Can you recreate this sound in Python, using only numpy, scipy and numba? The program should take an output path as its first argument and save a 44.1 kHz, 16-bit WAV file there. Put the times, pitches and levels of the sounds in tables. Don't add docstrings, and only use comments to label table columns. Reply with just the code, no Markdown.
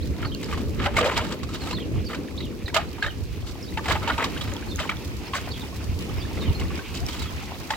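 import sys
import numpy as np
from scipy import signal
from scipy.fft import rfft, irfft, next_fast_len
from scipy.io import wavfile
from scipy.ndimage import uniform_filter1d, map_coordinates
from numba import njit

SR = 44100
rng = np.random.default_rng(int(sys.argv[2]) if len(sys.argv) > 2 else 0)


def digitize_waveform(pressure):
    field = np.atleast_2d(pressure).T
    bounded = np.clip(field, -1, 1)
    quanta = np.round(bounded * 32767).astype(np.int16)
    wavfile.write(sys.argv[1], SR, quanta)


N = 342524
MID_SIDE = np.array([[1], [-1]])


def undb(db):
    return 10 ** (np.asarray(db) / 20)


def unit(x):
    return x / np.sqrt(np.mean(x ** 2))


def curve(table):
    s, *columns = np.transpose(table)
    return [np.interp(np.arange(N) / SR, s, column) for column in columns]


def colour(x, points, lo_hz=1, hi_hz=30000):
    size = next_fast_len(N)
    f = np.arange(size // 2 + 1) * SR / size + 1e-3
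    hz, db = np.transpose(points)
    edges = 1 / np.sqrt((1 + (lo_hz / f) ** 8) * (1 + (f / hi_hz) ** 8))
    gain = undb(np.interp(np.log(f), np.log(np.maximum(hz, 1)), db)) * edges
    return irfft(rfft(x, size) * gain, size)[..., :N]


def walk(rate):
    k = max(int(SR / rate), 2)
    held = np.repeat(rng.standard_normal(N // k + 1), k)
    return unit(uniform_filter1d(uniform_filter1d(held, k), k)[:N])


def lumpy(points, edges_hz, lumps_db, rate):
    out = 0
    for lo, hi in zip(edges_hz, edges_hz[1:]):
        lumps = undb(lumps_db * walk(rate))
        out = out + lumps * colour(rng.standard_normal(N), points, lo, hi)
    return unit(out)


@njit
def ring(start, hz, turns, size, glide, length):
    out = np.zeros(length)
    for g in range(len(start)):
        step, fade = 2 * np.pi * hz[g] / SR, np.exp(-hz[g] / (turns[g] * SR))
        phase, a = 0., size[g]
        for i in range(start[g], min(length, start[g] + int(5 * turns[g] * SR / hz[g]))):
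            phase += step
            step *= 1 + glide * (1 - fade)
            a *= fade
            out[i] += a * np.sin(phase) * min(phase / (3 * turns[g]), 1.)
    return out


def grains(s, hz, turns, db, glide):
    s, hz, turns, db = np.broadcast_arrays(s, hz, turns, db)
    start = (np.clip(s.ravel(), 0, N / SR) * SR).astype(np.int64)
    pitch = np.clip(hz.ravel(), 30., 15000.)
    return ring(start, pitch, 1. * turns.ravel(), undb(db.ravel()), float(glide), N)


# t/s, relative gurgle level/dB, relative patter level/dB
FLOW = [(0.0, -43.5, -49), (0.91, -41.5, -50.5), (3.42, -45.5, -50), (4.13, -37.5, -45.5),
        (4.91, -39.5, -47), (7.77, -36.5, -45)]


def trickle(swell_db, count=7000):
    gurgle_db, patter_db = curve(FLOW)
    where, size, pitch, lasting = rng.random((count, 4)).T
    at = (where * (N - 1)).astype(int)
    hz = 600 * 25 ** pitch
    flow_db = np.where(hz < 3500, gurgle_db[at] - 8, patter_db[at] + 2 - hz / 1100)
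    flow_db = flow_db + 2 * swell_db[at]
    db = flow_db - 5 * lasting ** 3 - 4.38 * np.log(size + 0.0044)
    return grains(where * N / SR, hz, 1.33 + 11 * lasting ** 3, db, glide=0.082)


def spatter(count=600):
    where, size = rng.random(count), np.minimum(rng.exponential(1, count), 3.5)
    kicks = np.zeros(N)
    np.add.at(kicks, (where * N).astype(int), 0.7 * size)
    return 1 + signal.lfilter([1], [1, -np.exp(-1 / (0.003 * SR))], kicks)


# f/Hz, relative density level/dB
WATER_SPECTRUM = [(290, -13), (500, -4.5), (1040, -2), (1550, -10), (2500, -1.5), (3740, -7), (9370, -22.5),
                  (15500, -21)]


def wash(swell_db):
    gurgle_db, patter_db = curve(FLOW)
    water = (463, 820, 1400, 1610, 2300, 3040), gurgle_db - 7.5 + swell_db, .8, 3.5
    drizzle = (4370, 5170, 10500, 20100), patter_db - 4.5 + 20 * np.log10(spatter()), .95, 1.2
    out = 0
    for edges_hz, db, apart, lumps_db in (water, drizzle):
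        mid, side = (lumpy(WATER_SPECTRUM, edges_hz, lumps_db, rate=30) for _ in range(2))
        out = out + (mid + apart * side * MID_SIDE) * undb(db)
    return out


# t/s, relative buffeting level/dB, relative rush level/dB
GUSTS = [(0.0, -31, -34.5), (1.1, -31.5, -32.5), (1.43, -36.5, -36), (2.01, -25, -33), (2.08, -36, -33),
         (3.53, -34, -40.5), (3.96, -31.5, -34), (5.43, -36.5, -39.5), (5.91, -30.5, -35.5),
         (6.36, -33, -34.5), (6.51, -20, -31), (6.53, -34.5, -34.5), (6.77, -28, -32.5), (6.83, -40, -41),
         (7.05, -28.5, -37.5), (7.77, -43, -43.5)]
# f/Hz, relative density level/dB
WIND_SPECTRUM = [(12, -48), (20, -29.5), (75, -6), (120, -13), (289, -12), (645, -19.5), (800, -47),
                 (1760, -120)]


def wind():
    buffet_db, rush_db = curve(GUSTS)
    out = 0
    for lo_hz, hi_hz, db, lumps_db, rate in ((20, 133.6, buffet_db, 4.9, 26), (153, 473, rush_db, 2.26, 25)):
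        mid, side = rng.standard_normal((2, N))
        side = colour(side, [(60, -2.5), (130, -3.5), (300, -7), (900, -9)])
        band = unit(colour(mid + side * MID_SIDE, WIND_SPECTRUM, lo_hz, hi_hz))
        port_drift_db = 0.31 * np.array([walk(3.395), walk(8.0)])
        out = out + band * undb(db + lumps_db * np.tanh(walk(rate)) + port_drift_db)
    return out


# t/s at the top, top f/Hz, first f/Hz, then relative climb, drop and last note level/dB
CHIRP_CALLS = [(0.276, 4630, 4080, -42, -45, -37), (1.756, 4300, 4030, -39, -42, -41.5),
               (3.037, 4440, 3880, -46, -44, -44), (6.414, 4290, 3630, -49, -38.5, -42)]
# first, middle and end f/Hz
LAST_NOTE = (3100, 3130, 2760)
# t/s, length/s, first f/Hz, last f/Hz, relative level/dB
SINGLE_NOTES = [(.008, 0.032, 3050, 4500, -47), (1.612, 0.041, 4250, 3950, -44.5),
                (2.04, 0.017, 4020, 5570, -49), (2.06, 0.022, 4800, 4280, -44.5),
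                (2.086, 0.02, 3500, 4070, -51), (2.377, 0.019, 3500, 4630, -40),
                (2.405, 0.01, 3980, 3800, -33), (2.424, .01, 3920, 2930, -44),
                (2.427, 0.0072, 3040, 4120, -44), (2.436, 0.017, 3870, 3120, -42),
                (2.456, .016, 3350, 2670, -46), (2.659, .022, 4200, 3450, -41),
                (3.627, 0.02, 5270, 4770, -42.5), (3.646, 0.032, 4120, 4930, -49),
                (3.678, 0.025, 3550, 4200, -48), (4.686, 0.03, 4240, 4300, -49),
                (4.714, 0.018, 3780, 3550, -41.5), (5.254, 0.019, 4600, 4450, -48),
                (5.278, 0.0091, 5130, 5100, -44), (5.507, 0.017, 4310, 4490, -39),
                (5.517, 0.03, 3940, 3020, -44), (5.542, .012, 3430, 3900, -46),
                (5.555, 0.024, 3400, 3000, -46), (5.601, .025, 4050, 3500, -45.5),
                (6.182, 0.041, 5250, 4460, -48), (6.215, 0.033, 3200, 3800, -48.5),
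                (6.548, .022, 4300, 4220, -46), (7.115, .03, 3080, 3390, -42),
                (7.2, 0.012, 3900, 4300, -41), (7.222, .025, 3950, 3300, -42),
                (7.263, 0.033, 3360, 3250, -49)]
CLIMB_S, DROP_S, LAST_AFTER_S, LAST_S = .027, .026, 0.042, 0.034
BREAK_RATIO, DROP_RATIO = .93, .8
DROP_SAG = 0.46
SECOND_VOICE_RATIO, SECOND_VOICE_DB = 1.13, -14


def sparrows():
    out = np.zeros(N)
    flutter, waver = undb(6 * np.tanh(walk(120))), 1 + .017 * walk(230)
    notes = [(s, length, (first, (first + last) / 2, last), db) for s, length, first, last, db in SINGLE_NOTES]
    for s, top, first, climb_db, drop_db, last_db in CHIRP_CALLS:
        broken, low = top * BREAK_RATIO, top * DROP_RATIO
        climb = first, (first + 2 * top) / 3, top
        drop = broken, broken - DROP_SAG * (broken - low), low
        notes += [(s - CLIMB_S, CLIMB_S, climb, climb_db),
                  (s, DROP_S, drop, drop_db),
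                  (s + LAST_AFTER_S, LAST_S, LAST_NOTE, last_db)]
    for start, length, pitches, db in notes:
        a, u = int(start * SR), np.arange(0, 1, 1 / (length * SR))
        hz = np.polyval(np.polyfit((0, .5, 1), pitches, 2), u) * waver[a:a + len(u)]
        phase = 2 * np.pi * np.cumsum(hz) / SR
        voices = np.sin(phase) + undb(SECOND_VOICE_DB) * np.sin(SECOND_VOICE_RATIO * phase)
        out[a:a + len(u)] += np.sqrt(2) * undb(db) * np.sin(np.pi * u) ** 0.075 * voices
    return out * flutter


# t/s at full force, swell/s, hold/s, relative squelch and spray level/dB
BLADE_STROKES = [(0.205, 0.038, 0.023, -29.5, -56), (0.459, 0.026, 0.15, -34, -49),
                 (0.851, 0.12, 0.0045, -16.5, -38.5), (0.956, 0.042, 0.17, -19, -42.5),
                 (1.102, .02, 0.049, -32, -43), (1.168, 0.046, 0.0067, -15, -34),
                 (1.238, .02, 0.091, -29.5, -45.5), (1.516, 0.02, 0.037, -32, -44),
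                 (1.659, 0.21, 0.048, -32.5, -43.5), (2.092, 0.011, 0.037, -28.5, -49),
                 (2.744, 0.0083, 0.0045, -10.5, -35), (3.022, 0.047, 0.058, -35.5, -58),
                 (3.481, 0.043, .003, -34, -39.5), (3.846, 0.017, 0.01, -21, -40.5),
                 (3.885, 0.014, 0.041, -16, -37), (4.066, 0.13, 0.058, -21, -50),
                 (4.181, 0.0086, 0.066, -22, -51), (4.336, .015, 0.21, -32, -52),
                 (4.794, 0.043, 0.056, -27.5, -46), (5.351, 0.03, 0.0066, -22, -31),
                 (6.952, 0.036, 0.012, -47, -36), (7.064, .02, 0.17, -33.5, -43.5),
                 (7.7, 0.031, 0.063, -33, -58)]
SWELL_DB = 28.5
SQUELCH_FADE_DB_S, SPRAY_FADE_DB_S = 285, 462


def churn():
    t = np.arange(0, N / SR, .001)
    out = np.full((2, len(t)), -90.)
    for s, swell, hold, squelch_db, spray_db in BLADE_STROKES:
        swell = max(swell, .003)
        rise_db = np.where(t > s - swell, SWELL_DB * np.minimum((t - s) / swell, 0), -np.inf)
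        after = np.maximum(t - s - hold, 0)
        out = np.maximum(out, [squelch_db + rise_db - SQUELCH_FADE_DB_S * after,
                               spray_db + rise_db - SPRAY_FADE_DB_S * after])
    return [np.interp(np.arange(N) / SR, t, db) for db in uniform_filter1d(out, size=4, axis=1)]


# t/s, relative slap level/dB, air pocket f/Hz, relative spray level/dB
MUD_SLAPS = [(0.23, -18, 1330, -59), (0.248, -13.5, 1210, -50), (0.428, -21.5, 2030, -37.5),
             (0.512, -21, 2400, -45), (0.526, -12.5, 1140, -45), (0.573, -21, 1046, -42),
             (0.799, -19, 1300, -58), (0.859, -8.5, 790, -54), (0.967, -2.5, 2100, -27.5),
             (0.986, -4.5, 1163, -32), (1.008, -7, 478, -50), (1.028, -9, 459, -50),
             (1.043, -11, 2380, -33.5), (1.058, -6.5, 518, -37), (1.118, -13, 994, -50),
             (1.176, -7.5, 896, -29), (1.212, -19, 473, -45), (1.322, -17.5, 496, -36),
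             (1.431, -21.5, 1077, -35), (1.489, -23, 1245, -42), (1.545, -18.5, 3660, -40),
             (1.617, -29, 755, -52), (1.671, -19.5, 1255, -52), (1.709, -15, 2600, -36.5),
             (1.727, -18.5, 990, -45), (1.784, -21.5, 1885, -58), (2.1, -23, 1270, -53),
             (2.131, -19, 1270, -57), (2.146, -20, 2370, -42), (2.405, -24, 1980, -45),
             (2.68, -15.5, 1860, -41), (2.743, -13, 654, -26.5), (2.764, -5, 630, -29),
             (2.779, -11, 800, -57), (2.982, -24, 910, -56), (3.025, -3, 1606, -38),
             (3.044, -14, 1233, -44), (3.063, -9.5, 1714, -43), (3.773, -9.5, 860, -40.5),
             (3.857, -14, 875, -42), (3.9, -15, 1080, -37), (3.912, -11, 1185, -54),
             (3.952, -11.5, 810, -51), (4.028, -16, 1264, -42), (4.075, -8.5, 892, -39),
             (4.099, -4.5, 1383, -42), (4.179, -9.5, 915, -39), (4.205, -16, 1190, -58),
             (4.225, -8.5, 1945, -46), (4.24, -11.5, 1100, -26.5), (4.411, -12.5, 3230, -37),
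             (4.79, -19, 1960, -38), (4.8, -13, 3050, -55), (4.893, -5.5, 2220, -35),
             (4.917, -16, 1276, -49), (5.335, -9, 1055, -47), (5.364, -14, 1495, -43),
             (6.373, -20, 1970, -54), (6.385, -34, 1260, -51), (6.417, -20, 1090, -41),
             (6.597, -18.5, 2870, -37.5), (6.612, -17.5, 2060, -51), (6.619, -23.5, 1050, -56),
             (6.705, -19, 1114, -56), (6.778, -24, 2220, -48), (6.791, -19.5, 1500, -49),
             (6.942, -22, 2490, -53), (7.085, -20, 2240, -37), (7.256, -22.5, 1250, -46),
             (7.704, -7, 844, -29), (7.735, -14.5, 1900, -52)]
# f/Hz, relative density level/dB
MUD_SPECTRUM = [(260, -13), (450, 9.5), (562, -9.5), (1230, 5), (2910, 0), (6370, -15), (7610, -12),
                (9090, -24), (15500, -25.5)]


def slop(crowd=9000):
    squelch_db, spray_db = churn()
    s, db, _, drops_db = np.transpose(MUD_SLAPS)
    t = np.arange(int(.1 * SR)) / SR
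    blows, drops = np.zeros((2, N + len(t)))
    np.add.at(blows, ((s - .001) * SR).astype(int), undb(db))
    np.add.at(drops, (s * SR).astype(int), undb(drops_db))
    burst = t / 0.0046 * np.exp(1 - t / 0.003)
    wet_tail = 0.19 * np.tanh(t / .004) * np.exp(-t / 0.0053)
    slap = signal.fftconvolve(blows, burst + wet_tail)[:N]
    crack = signal.fftconvolve(drops, (1 - np.exp(-t / .003)) * np.exp(-t / .007))[:N]
    squelch = lumpy(MUD_SPECTRUM, (450, 800, 1300, 2000, 2900, 4000), lumps_db=5, rate=120)
    spray = lumpy(MUD_SPECTRUM, (3670, 5800, 8600, 20000), lumps_db=2.5, rate=140)
    clumps_db = 3.8 * walk(200)
    torn = (undb(-16.5) * slap + undb(squelch_db + clumps_db - 13.0)) * squelch
    torn += (undb(7.5) * crack + undb(spray_db + clumps_db)) * spray
    busy_db = 20 * np.log10(undb(squelch_db + clumps_db - 21.0) + undb(-27.5) * np.abs(slap))
    where, size = rng.random(crowd), np.minimum(rng.exponential(1, crowd), 4)
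    pitch = rng.uniform(-0.92, 1, crowd)
    bubbles_db = busy_db[(where * (N - 1)).astype(int)] + 3.47 * size - 1.2 * pitch
    return torn + grains(where * N / SR, 1400 * np.exp(1.05 * pitch), 7.43, bubbles_db, glide=0.019)


# f/Hz, gain level/dB
BLADE_MODES = [(905, -0.5), (1235, -1.5), (2160, -2.5), (3040, -0.5), (3850, 0.5), (4540, 0)]
BLADE_WIDTH_HZ = 40


def blade(x):
    return sum(undb(db) * signal.lfilter(*signal.iirpeak(hz, hz / BLADE_WIDTH_HZ, SR), x)
               for hz, db in BLADE_MODES)


def pockets(count=6):
    s, db, hz, _ = np.transpose(MUD_SLAPS)
    largest = grains(s - .001, hz, 7 + hz * 0.0019, db - 8, glide=0.0254)
    late, higher, softer = np.moveaxis(rng.random((len(s), count, 3)), 2, 0)
    others_s = s[:, None] + .022 * late
    others_hz = np.minimum(hz[:, None] * 2 ** (1.6 * higher - 0.3), 3800)
    others_db = db[:, None] - 13.0 - 8 * softer
    return largest + grains(others_s, others_hz, 4.6, others_db, glide=0.021)


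# t/s, relative level/dB, lowest partial f/Hz
DROP_TICKS = [(0.3482, -22.5, 4340), (0.444, -24.5, 4960), (4.5375, -23, 6670), (4.566, -25, 3300),
              (4.7596, -19, 6600), (4.969, -28.5, 3500), (6.683, -33, 4300), (6.7556, -27, 5170),
              (7.0648, -19, 5540)]


def ticks():
    s, db, hz = np.transpose(DROP_TICKS)
    out = grains(s, hz, 6., db + 2.5, glide=0)
    out = out + grains(s, 1.6 * hz, 3., db, glide=0)
    return out + grains(s, 13000.0, 2.5, db - 2, glide=0)


# t/s, relative level/dB, starting f/Hz
EDDY_THUMPS = [(6.497, -5, 72), (5.9, -9.5, 79), (2.652, -13, 59)]


def thumps():
    s, db, hz = np.transpose(EDDY_THUMPS)
    return grains(s - .5 / hz, hz, 0.56, db - 0.5, glide=0.267)


def yard(x, wall_db, wall_ms):
    t = np.arange(int(.25 * SR)) / SR
    tail = rng.standard_normal((2, len(t))) * np.exp(-1000 * t / wall_ms) * (t > .006)
    tail = tail / np.sqrt(np.sum(tail ** 2, axis=1, keepdims=True))
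    return x + undb(wall_db) * signal.fftconvolve(x, tail, axes=1)[:, :N]


# f/Hz, correlation
PORT_LIKENESS = [(600, .95), (1700, .75), (3400, .66), (4800, .12)]
LEFT_LEADS_US = 54


def scene():
    swell_db = 1.22 * walk(40)
    left, other = (x + blade(x) + trickle(swell_db) for x in (slop(), slop()))
    right = colour(left, [(hz, 20 * np.log10(c)) for hz, c in PORT_LIKENESS])
    right = right + colour(other, [(hz, 10 * np.log10(1 - c ** 2)) for hz, c in PORT_LIKENESS])
    mud = yard(np.array([left, right]) + pockets() + ticks(), wall_db=-15.0, wall_ms=54)
    mud[0] = map_coordinates(mud[0], [np.arange(N) + LEFT_LEADS_US * SR / 10 ** 6], mode="mirror")
    birds = yard(sparrows()[None], wall_db=-6, wall_ms=28) * undb([[-.7], [.7]])
    return mud + birds + wash(swell_db) + wind() + thumps()


# f/Hz, left minus right level/dB
PORT_DIFFERENCE = [(60, -2), (250, 0.3), (1300, 0.5), (4400, -3.5), (8000, -1.5), (15000, -0.6)]
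TOP_HZ = 15900


def record(dry):
    ports = [colour(dry[k], [(hz, (.5 - k) * db) for hz, db in PORT_DIFFERENCE]) for k in range(2)]
    low_pass = signal.ellip(10, .2, 80, TOP_HZ, fs=SR, output="sos")
    return signal.sosfilt(low_pass, np.array(ports))


dry = scene()
out = record(dry)
digitize_waveform(out)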